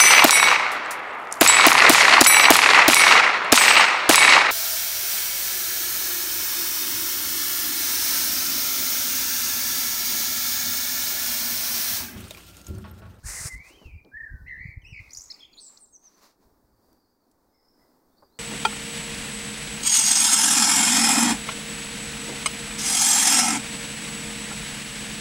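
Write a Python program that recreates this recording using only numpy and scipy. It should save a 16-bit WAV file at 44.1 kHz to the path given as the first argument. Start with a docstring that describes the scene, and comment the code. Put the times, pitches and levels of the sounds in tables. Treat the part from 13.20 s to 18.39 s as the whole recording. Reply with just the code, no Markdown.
"""Blackbird in a breezy garden

A near bird sings one phrase: sines with faint overtones glide and warble, then break into a fast twitter.
Echoes from walls and a soft tail from trees and houses follow it; far birds call as faint glides.
Wind on the hand-held microphone is lumpy low noise with single thumps; a sleeve is grainy noise.
Hand ticks and one faint burst of high hiss are short noises; a steady noise is far town and microphone hiss."""
import sys
import numpy as np
from scipy import signal
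from scipy.fft import rfft, irfft, next_fast_len
from scipy.io import wavfile
from scipy.ndimage import uniform_filter1d

SR = 44100
rng = np.random.default_rng(int(sys.argv[2]) if len(sys.argv) > 2 else 0)


def to_wav(s):
    """Save 16-bit WAV."""
    ch = np.atleast_2d(s).T  # columns
    pcm = np.round(np.clip(ch, -1, 1) * 32767)  # PCM
    wavfile.write(sys.argv[1], SR, pcm.astype(np.int16))


N = 228862
T = np.arange(N) / SR  # time of every sample [s]

# Fluted whistles, each with one bout of warbling: (warble rate [per s], warble depth [Hz],
# middle of bout [s], spread of bout [s], overtone against the main tone [dB],
# curve of (time [s], pitch [Hz], level [dB]))
WHISTLES = [ (47, 330, .13, .09, -58.5, [(.03, 1555, -57.5), (.135, 1866, -49.5), (.2, 1920, -45),
            (.28, 2132, -63.5)]), (50, 24, 0.66, 0.23, -32.5, [(.285, 2158, -46.5), (.33, 1990, -40.5),
            (.41, 2244, -43.5), (.49, 2660, -46), (.555, 3200, -41.5), (.61, 3010, -47.5),
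            (.665, 2650, -40), (.722, 2314, -51.5), (.802, 2410, -46.5)]),
            (32.8, 100, 1.04, 0.077, -61, [(.914, 1515, -61.5), (.94, 1685, -43), (.975, 1805, -41.5),
            (1.045, 1754, -43.5), (1.1, 1592, -46.5), (1.14, 1560, -53.5), (1.2, 1485, -55.5),
            (1.25, 1540, -62)]), (68.36, 183, 1.408, 0.17, -24.5, [(1.262, 1974, -53), (1.287, 2057, -39.5),
            (1.315, 1971, -39), (1.36, 1840, -44.5), (1.42, 2117, -41), (1.485, 2276, -40.5),
            (1.545, 2157, -46)]), (65.4, 201, 1.786, 0.072, -22.5, [(1.618, 3140, -42.5),
            (1.634, 2924, -56.5), (1.648, 2500, -35), (1.688, 2986, -37.5), (1.75, 2390, -37.5),
            (1.795, 2302, -37), (1.815, 2300, -52)]), ]
# Short notes, each one arc of pitch and one swell: (start [s], length [s], first pitch [Hz],
# middle pitch [Hz], last pitch [Hz], level [dB], loudest point [0-1 of length],
# warble rate [per s], warble depth [Hz], pitch jitter [share of pitch])
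NOTES = [ (1.265, 0.027, 2380, 2720, 3218, -45.5, 0.3, 76, 23, 0.025),
         (2.14, 0.011, 5000, 4800, 4500, -40, .35, 0, 0, 0.035),
         (2.089, 0.28, 2200, 2587, 2516, -57.5, 0.4, 55, 130, 0.077),
         (2.1, .023, 3750, 5150, 3500, -31.5, .5, 0, 0, .03),
         (2.195, 0.072, 3400, 3270, 3220, -36, 0.7, 48, 138, .03),
         (2.324, .07, 6700, 6950, 6650, -60, .1, 141, 50, .012),
         (2.329, .02, 4700, 3950, 3450, -47.5, .5, 99, 145, .06),
         (2.365, .043, 9400, 9000, 8650, -62, .95, 143, 150, .012),
         (2.369, .034, 3400, 4100, 4300, -39, .6, 142, 400, .014),
         (2.396, 0.093, 5200, 5400, 4970, -52, 0, 150, 897, .06),
         (2.402, .108, 8650, 7850, 7650, -43, .3, 143, 340, .016),
         (2.571, .008, 3300, 5000, 8200, -41.5, .35, 0, 0, .04), ]
NOTE_EDGE_DB, NOTE_SHAPE = -5, 2  # a note starts and ends this far down; a higher shape holds it longer
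# How far warbles swing the loudness at full depth: (warble rate [per s], swing [dB])
THROB = [(33, 7.5), (50, 6.5), (62, 1), (140, -2.5)]
FULL_THROB_HZ = 130  # warbles shallower than this throb less
WARBLE_ROUND = 1.43  # 2 is a sine; lower gives round crests and sharp dips
# The stuttering run of rising chips: (start [s], level before the chip trim [dB], reference pitch [Hz])
CHIPS = [(1.8924, -49.5, 4800), (1.9055, -39, 5230), (1.917, -42, 6000), (1.9318, -29.5, 6770),
         (1.9473, -31.5, 5650), (1.9554, -41, 6000), (1.9605, -37, 5730), (1.9704, -25.5, 6120),
         (1.9837, -33, 6240), (1.9934, -35.5, 5660), (2.0064, -33.5, 6160), (2.0164, -33, 6980),
         (2.0273, -43, 6400), (2.0374, -38, 7220)]
CHIP_S, CHIP_TRIM_DB = 0.0064, -1
CHIP_FROM, CHIP_TO = 0.73, 1.126  # every chip sweeps up between these shares of its reference pitch
# Harsh noise that rides on the chips: (frequency [Hz], relative level [dB per Hz])
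RASP_COLOUR = [(3000, -12.5), (7000, 7), (11000, 7.5), (16000, -10)]
# Thin falling slurs that close the phrase:
# (start [s], length [s], first pitch [Hz], last pitch [Hz], level [dB])
SLURS = [(2.576, 0.083, 9200, 7020, -46), (2.713, 0.06, 6620, 5600, -45.5), (2.816, .076, 6540, 5450, -49)]
# Calls of far birds: (start [s], length [s], first pitch [Hz], last pitch [Hz],
# level before the far trim [dB])
FAR_CALLS = [(3.45, 0.64, 4810, 4680, -71), (4.28, 0.29, 5020, 5320, -68.5), (4.4, 0.37, 5320, 4970, -69.5),
             (4.58, 0.1, 1967, 2000, -77.5), (4.32, 0.1, 2116, 2080, -78), (4.88, 0.13, 3150, 4050, -69.5),
             (4.95, 0.14, 4420, 4860, -62.5), (5.07, 0.14, 3200, 4910, -64)]

# Echoes from fences and walls: (delay [s], smear [s], level [dB])
WALLS = [(.004, 0.0063, -5.5), (0.026, 0.02, -12.5), (0.085, .004, -13.5), (.108, 0.02, -17)]
# Tone of those echoes: (frequency [Hz], gain [dB])
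WALL_COLOUR = [(1500, -11), (2500, 7.5), (3400, -3), (4800, -5.5), (6500, 2.5), (9000, -1.5)]
# Time for the garden tail to fade by 60 dB: (frequency [Hz], fade time [s])
GARDEN_T60 = [(1500, 0.68), (5000, 0.36), (10000, 0.71)]
# The microphone's small port, with a peak and a deep notch above it: (frequency [Hz], gain [dB])
PORT = [(1000, 1), (1500, -5), (1900, 3.5), (2300, -10), (2600, -17), (3000, -19.5), (3500, -17.5),
        (4200, -5.5), (5000, -5.5), (8500, -6), (11000, -10), (16000, -1)]

# Tone of the wind: (frequency [Hz], relative level [dB per Hz])
WIND_COLOUR = [(15, -25), (40, 2), (90, 0), (130, -9), (200, -18), (350, -32), (1500, -99)]
# Gusts: (start [s], length before the fall [s], level before the wind trim [dB])
GUSTS = [(-.03, .31, -40.5), (.3, 0.088, -45.5), (.42, 0.055, -51), (.65, 0.028, -36.5), (.8, 1.2, -59),
         (1.1, 0.14, -44.5), (1.32, .2, -42.5), (1.54, 0.25, -41), (3.2, 0.3, -67)]
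GUST_RISE_S, GUST_FALL_S = 0.02, 0.059
CALM_DB = -77  # wind between gusts, before the wind trim
# Single eddies that hit the port: (middle [s], pitch [Hz], level before fading [dB])
BUFFETS = [(0.259, 95, -24.5), (0.683, 90, -39), (1.141, 130, -36), (1.458, 115, -29), (1.493, 90, -34),
           (1.577, 80, -31), (1.728, 110, -34.5)]

# Tone of the sleeve pressed hard: (frequency [Hz], relative level [dB per Hz])
SLEEVE_COLOUR = [(200, -23.5), (400, -15), (1000, -11), (1750, -8), (2500, -12.5), (3200, -24.5),
                 (5100, -6.5), (8600, -2.5), (10000, -8), (11500, -15), (15800, -22.5)]
# Firm strokes of the sleeve: (start [s], length before the fall [s], level [dB])
RUBS = [(.026, 0.26, -36), (.055, 0.042, -33.5), (.215, 0.059, -35), (.255, 0.094, -50.5),
        (.3, 0.079, -61.5), (.42, 0.087, -60.5)]
RUB_RISE_S, RUB_FALL_S = 0.07, 0.006
# Tone of the sleeve touching lightly: (frequency [Hz], relative level [dB per Hz])
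BRUSH_COLOUR = [(200, -36), (450, -7), (1150, -1), (1500, -8.5), (2100, -9), (3100, -17), (4400, -6),
                (6000, -8.5), (9000, -19), (15800, -17.5)]
# Light brushes: (start [s], length before the fall [s], level [dB])
BRUSHES = [(-.04, 0.71, -65), (.42, 0.11, -59), (1.78, 0.42, -65), (2.47, 0.11, -65), (2.81, 0.23, -68.5),
           (2.95, 0.16, -65), (3.0, 0.062, -57), (3.19, 0.047, -71.5)]
BRUSH_RISE_S, BRUSH_FALL_S = 0.036, 0.026
# Small ticks of the hand on the casing, and at 3.73 s a faint, very short burst of high hiss:
# (start [s], level before fading [dB], band centre [Hz], band width [octaves], decay [s])
SHORT_BURSTS = [(0.498, -58.5, 375, 0.39, 0.41), (0.614, -41, 299, 0.99, 0.0076),
                (.624, -48, 336.5, 1.34, 0.0084), (0.848, -51.5, 3940, 0.36, 0.0018),
                (0.844, -51.5, 296.2, 0.92, 0.047), (3.73, -54.5, 12800, 1.6, .001),
                (4.113, -65, 6930, 0.74, 0.006), (5.024, -47, 675, 0.61, 0.012)]

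# Tone of the background: (frequency [Hz], relative level [dB per Hz])
AIR_COLOUR = [(25, -1), (60, -16), (130, -12.5), (260, 0), (600, -9.5), (950, -9.5), (1750, -22),
              (2900, -38.5), (4600, -23), (6500, -28), (10500, -30), (15000, -24)]
AIR_DB = -66.5  # before the air trim
EDGE_HZ = 15900  # top of the recorder's band


def birds(rasp_db=-11.0, garden_db=-13.0, far_db=-4):
    """The near bird comes straight, by echoes and by the garden tail; far ones straight and by the tail."""
    near = whistles() + notes() + slurs() + chips(rasp_db)
    far = far_birds()
    song = near + walls(near)
    song = song + amp(garden_db) * garden(near, build_s=0.045)
    return colour(song + amp(far_db) * far, PORT)


def whistles(jitter=0.013, flutter_db=1.5, unsteady_s=0.0004):
    """The fluted opening: slow glides on which a warble swells and fades."""
    out, waver, flutter = np.zeros(N), drift(320), drift(110)
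    clock = T + unsteady_s * drift(25)  # keeps the warble from being machine-even
    for rate, depth_hz, middle, spread, overtone_db, curve in WHISTLES:
        s, pitch, level_db = np.transpose(curve)
        on = (T >= s[0]) & (T <= s[-1])
        t = clock[on] - middle
        hz = np.interp(T[on], s, pitch) * (1 + jitter * waver[on])
        db = np.interp(T[on], s, level_db) + flutter_db * flutter[on]
        bout = np.exp(-(t / spread) ** 2)
        out[on] += warbled(t, hz, db, rate, depth_hz, bout, overtone_db)
    return out


def notes(overtone_db=-33, flutter_db=1.0):
    """Chirps and buzzes: the pitch bends through three points while the note swells and fades."""
    out, waver, flutter = np.zeros(N), drift(220), drift(150)
    for s, length, first_hz, middle_hz, last_hz, db, loudest, rate, depth_hz, jitter in NOTES:
        on = (T >= s) & (T <= s + length)
        u = (T[on] - s) / length  # 0 at the start of the note, 1 at its end
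        arc = np.polyfit([0, 0.5, 1], [first_hz, middle_hz, last_hz], 2)
        hz = np.polyval(arc, u) * (1 + jitter * waver[on])
        swell_db = NOTE_EDGE_DB * np.interp(u, [0, loudest, 1], [1, 0, 1]) ** NOTE_SHAPE
        note_db = db + swell_db + flutter_db * flutter[on]
        t = T[on] - s - length / 2
        out[on] += warbled(t, hz, note_db, rate, depth_hz, 1, overtone_db)
    return out


def slurs():
    """Thin swoops whose pitch falls faster and faster, loudest past the middle."""
    return glides(SLURS, overtone_db=-46, bend=1.8, jitter=0.006, flutter_db=1.5, flutter_per_s=250, late=1.9)


def chips(rasp_db):
    """Very short upward sweeps; these forced notes turn harsh, so noise follows their loudness."""
    sweeps = []
    for s, db, hz in CHIPS:
        sweeps.append((s, CHIP_S, CHIP_FROM * hz, CHIP_TO * hz, db + CHIP_TRIM_DB))
    tones = glides(sweeps, overtone_db=-22.5, bend=0.6, jitter=0.05,
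                   flutter_db=-0.5, flutter_per_s=720, late=0.92)
    loudness = uniform_filter1d(abs(tones), size=400)  # averaged over about 9 ms
    return tones + amp(rasp_db) * noise(RASP_COLOUR) * loudness


def far_birds():
    """Distant glides, heard straight and as an equally strong tail from trees and houses."""
    calls = glides(FAR_CALLS, overtone_db=-36, bend=0.8, jitter=0.032, flutter_db=4.0, flutter_per_s=114)
    return calls + garden(calls, build_s=0.0027)


def glides(rows, overtone_db, bend, jitter, flutter_db, flutter_per_s, late=1):
    """Swoops of unsteady pitch: bend under 1 slows them at the end, late over 1 moves the peak later."""
    out, waver, flutter = np.zeros(N), drift(flutter_per_s), drift(flutter_per_s)
    for s, length, first_hz, last_hz, db in rows:
        on = (T >= s) & (T <= s + length)
        u = np.clip((T[on] - s) / length, 0, 1)
        hz = (first_hz + (last_hz - first_hz) * u ** bend) * (1 + jitter * waver[on])
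        level = amp(db + flutter_db * flutter[on]) * np.sin(np.pi * u ** late)
        out[on] += whistle(hz, overtone_db) * level
    return out


def warbled(t, hz, db, rate, depth_hz, bout, overtone_db):
    """One syllable: a warble of strength bout (0-1), cresting at t = 0, swings pitch and loudness."""
    crests = abs(np.cos(np.pi * rate * t)) ** WARBLE_ROUND
    warble = 2 * bout * (crests - crests.mean())
    throb_db = read(THROB, rate) * min(depth_hz / FULL_THROB_HZ, 1)
    fade = np.clip(np.minimum(t - t[0], t[-1] - t) / 0.002, 0, 1)  # 2 ms at both ends avoids clicks
    return whistle(hz + depth_hz * warble, overtone_db) * amp(db + throb_db * warble) * fade


def whistle(hz, overtone_db, third_db=-14):
    """The syrinx, a bird's voice organ: a sine on the pitch curve, with two weaker overtones."""
    phase = 2 * np.pi * np.cumsum(hz) / SR
    tone = 0
    for k, db in enumerate([0, overtone_db, overtone_db + third_db], 1):
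        audible = k * hz < SR / 2  # leave out what is too high for the sample rate
        tone = tone + amp(db) * np.sin(k * phase) * audible
    return np.sqrt(2) * tone


def walls(x):
    """A few echoes, each smeared by boards and leaves into a short fading scatter."""
    t, echo = T[:SR // 4], np.zeros(SR // 2)
    for delay, smear, db in WALLS:
        taps = scatter(t) * np.exp(-t / smear)
        taps[0] = 2  # the flat face answers first
        add(echo, delay, amp(db) * taps / np.linalg.norm(taps))
    return signal.fftconvolve(colour(x, WALL_COLOUR), echo)[:N]


def garden(x, build_s):
    """A diffuse tail from trees and houses: it builds up, then each pitch range fades at its own speed."""
    hz, t, z = signal.stft(scatter(T[:SR]), SR, nperseg=256)
    z = z * amp(-60 * t / read(GARDEN_T60, hz)[:, None])
    z = z * (1 - np.exp(-t / build_s))
    tail = signal.istft(z, SR, nperseg=256)[1]
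    return signal.fftconvolve(x, tail / np.linalg.norm(tail))[:N]


def scatter(t):
    """Sparse reflections of random sign, about 3000 a second."""
    signs = rng.choice([-1., 1.], len(t))
    return signs * (rng.random(len(t)) < 3000 / SR)


def wind(trim_db=-5.0, lumpy_db=10.5, eddy_cycles=0.54):
    """Lumpy turbulence at the port, and single eddies that push and then pull."""
    gusts = swells(GUSTS, GUST_RISE_S, GUST_FALL_S) + amp(CALM_DB)
    lumps = amp(trim_db + lumpy_db * np.tanh(drift(22)))
    out = noise(WIND_COLOUR) * gusts * lumps
    for s, hz, db in BUFFETS:
        turns = hz * (T - s)  # cycles away from the middle of the eddy
        out -= amp(db) * np.sin(2 * np.pi * turns) * np.exp(-(turns / eddy_cycles) ** 2)
    return out


def sleeve(grain_db=0.8, catch_db=0.6):
    """Cloth slides: fibres slip in tiny grains, and the stroke catches unevenly."""
    slips = amp(grain_db * drift(1100) + catch_db * drift(100))
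    firm = noise(SLEEVE_COLOUR) * swells(RUBS, RUB_RISE_S, RUB_FALL_S)
    light = noise(BRUSH_COLOUR) * swells(BRUSHES, BRUSH_RISE_S, BRUSH_FALL_S)
    return unit(slips) * (firm + light)


def short_bursts():
    """Hand ticks and one burst of high hiss: fading noise, each in its own band and under 0.19 s long."""
    out, t = np.zeros(N), T[:8192]
    octave = np.log2(np.fft.rfftfreq(len(t), 1 / SR) + 1)
    for s, db, hz, width, decay in SHORT_BURSTS:
        band = np.exp(-((octave - np.log2(hz)) / width) ** 2 / 2)
        burst = irfft(rfft(rng.standard_normal(len(t))) * band)
        envelope = np.exp(-t / decay) * (1 - np.exp(-t * hz))
        add(out, s, amp(db) * unit(burst) * envelope)
    return out


def air(trim_db=-0.55, swell_db=1.63, rise_db=2.0):
    """One noise for the town's distant wash and the microphone's hiss, growing a little at the end."""
    rise = np.interp(T, [4.3, 5.1], [0, rise_db])
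    return noise(AIR_COLOUR) * amp(AIR_DB + trim_db + swell_db * drift(5.9) + rise)


def swells(rows, rise_s, fall_s):
    """The gain of a row of pushes: each rises, holds and dies away; overlaps add as power."""
    power = np.zeros(N)
    for s, length, db in rows:
        rise = np.sin(np.pi / 2 * np.clip((T - s) / rise_s, 0, 1)) ** 2
        fall = np.exp(-np.maximum(T - s - length, 0) / fall_s)
        power += (amp(db) * rise * fall) ** 2
    return np.sqrt(power)


def noise(points):
    """Noise of rms 1 with a given spectrum."""
    return unit(colour(rng.standard_normal(N), points))


def drift(per_s):
    """A smooth random curve of rms 1 that changes about per_s times a second."""
    hz = np.fft.rfftfreq(N, 1 / SR)
    smooth = np.exp(-(hz / per_s) ** 2)
    return unit(irfft(rfft(rng.standard_normal(N)) * smooth, N))


def colour(x, points):
    """Filters a sound by a (frequency [Hz], gain [dB]) table."""
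    size = next_fast_len(len(x) + 4096)
    gain = amp(read(points, np.fft.rfftfreq(size, 1 / SR)))
    return irfft(rfft(x, size) * gain, size)[:len(x)]


def read(points, hz):
    """Reads a table between its points, on a log-frequency axis."""
    f, value = np.transpose(points)
    return np.interp(np.log(hz + 1), np.log(f + 1), value)


def amp(db):
    """Turns decibels into gain."""
    return 10 ** (np.asarray(db) / 20)


def unit(x):
    """Scales a signal to rms 1."""
    return x / np.sqrt(np.mean(x ** 2) + 1e-20)


def add(mix, s, sound):
    """Mixes a sound in at time s [s]."""
    part = mix[max(round(s * SR), 0):][:len(sound)]
    part += sound[:len(part)]


def scene():
    """Everything meets at one microphone, where the sounds simply add up."""
    return (birds() + wind() + sleeve() + short_bursts() + air())[None]


def record(dry):
    """The recorder's band limit: a steep low-pass filter."""
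    low_pass = signal.firwin(511, EDGE_HZ, window=("kaiser", 9), fs=SR)
    return signal.oaconvolve(dry, low_pass[None], "same")


dry = scene()
out = record(dry)
to_wav(out)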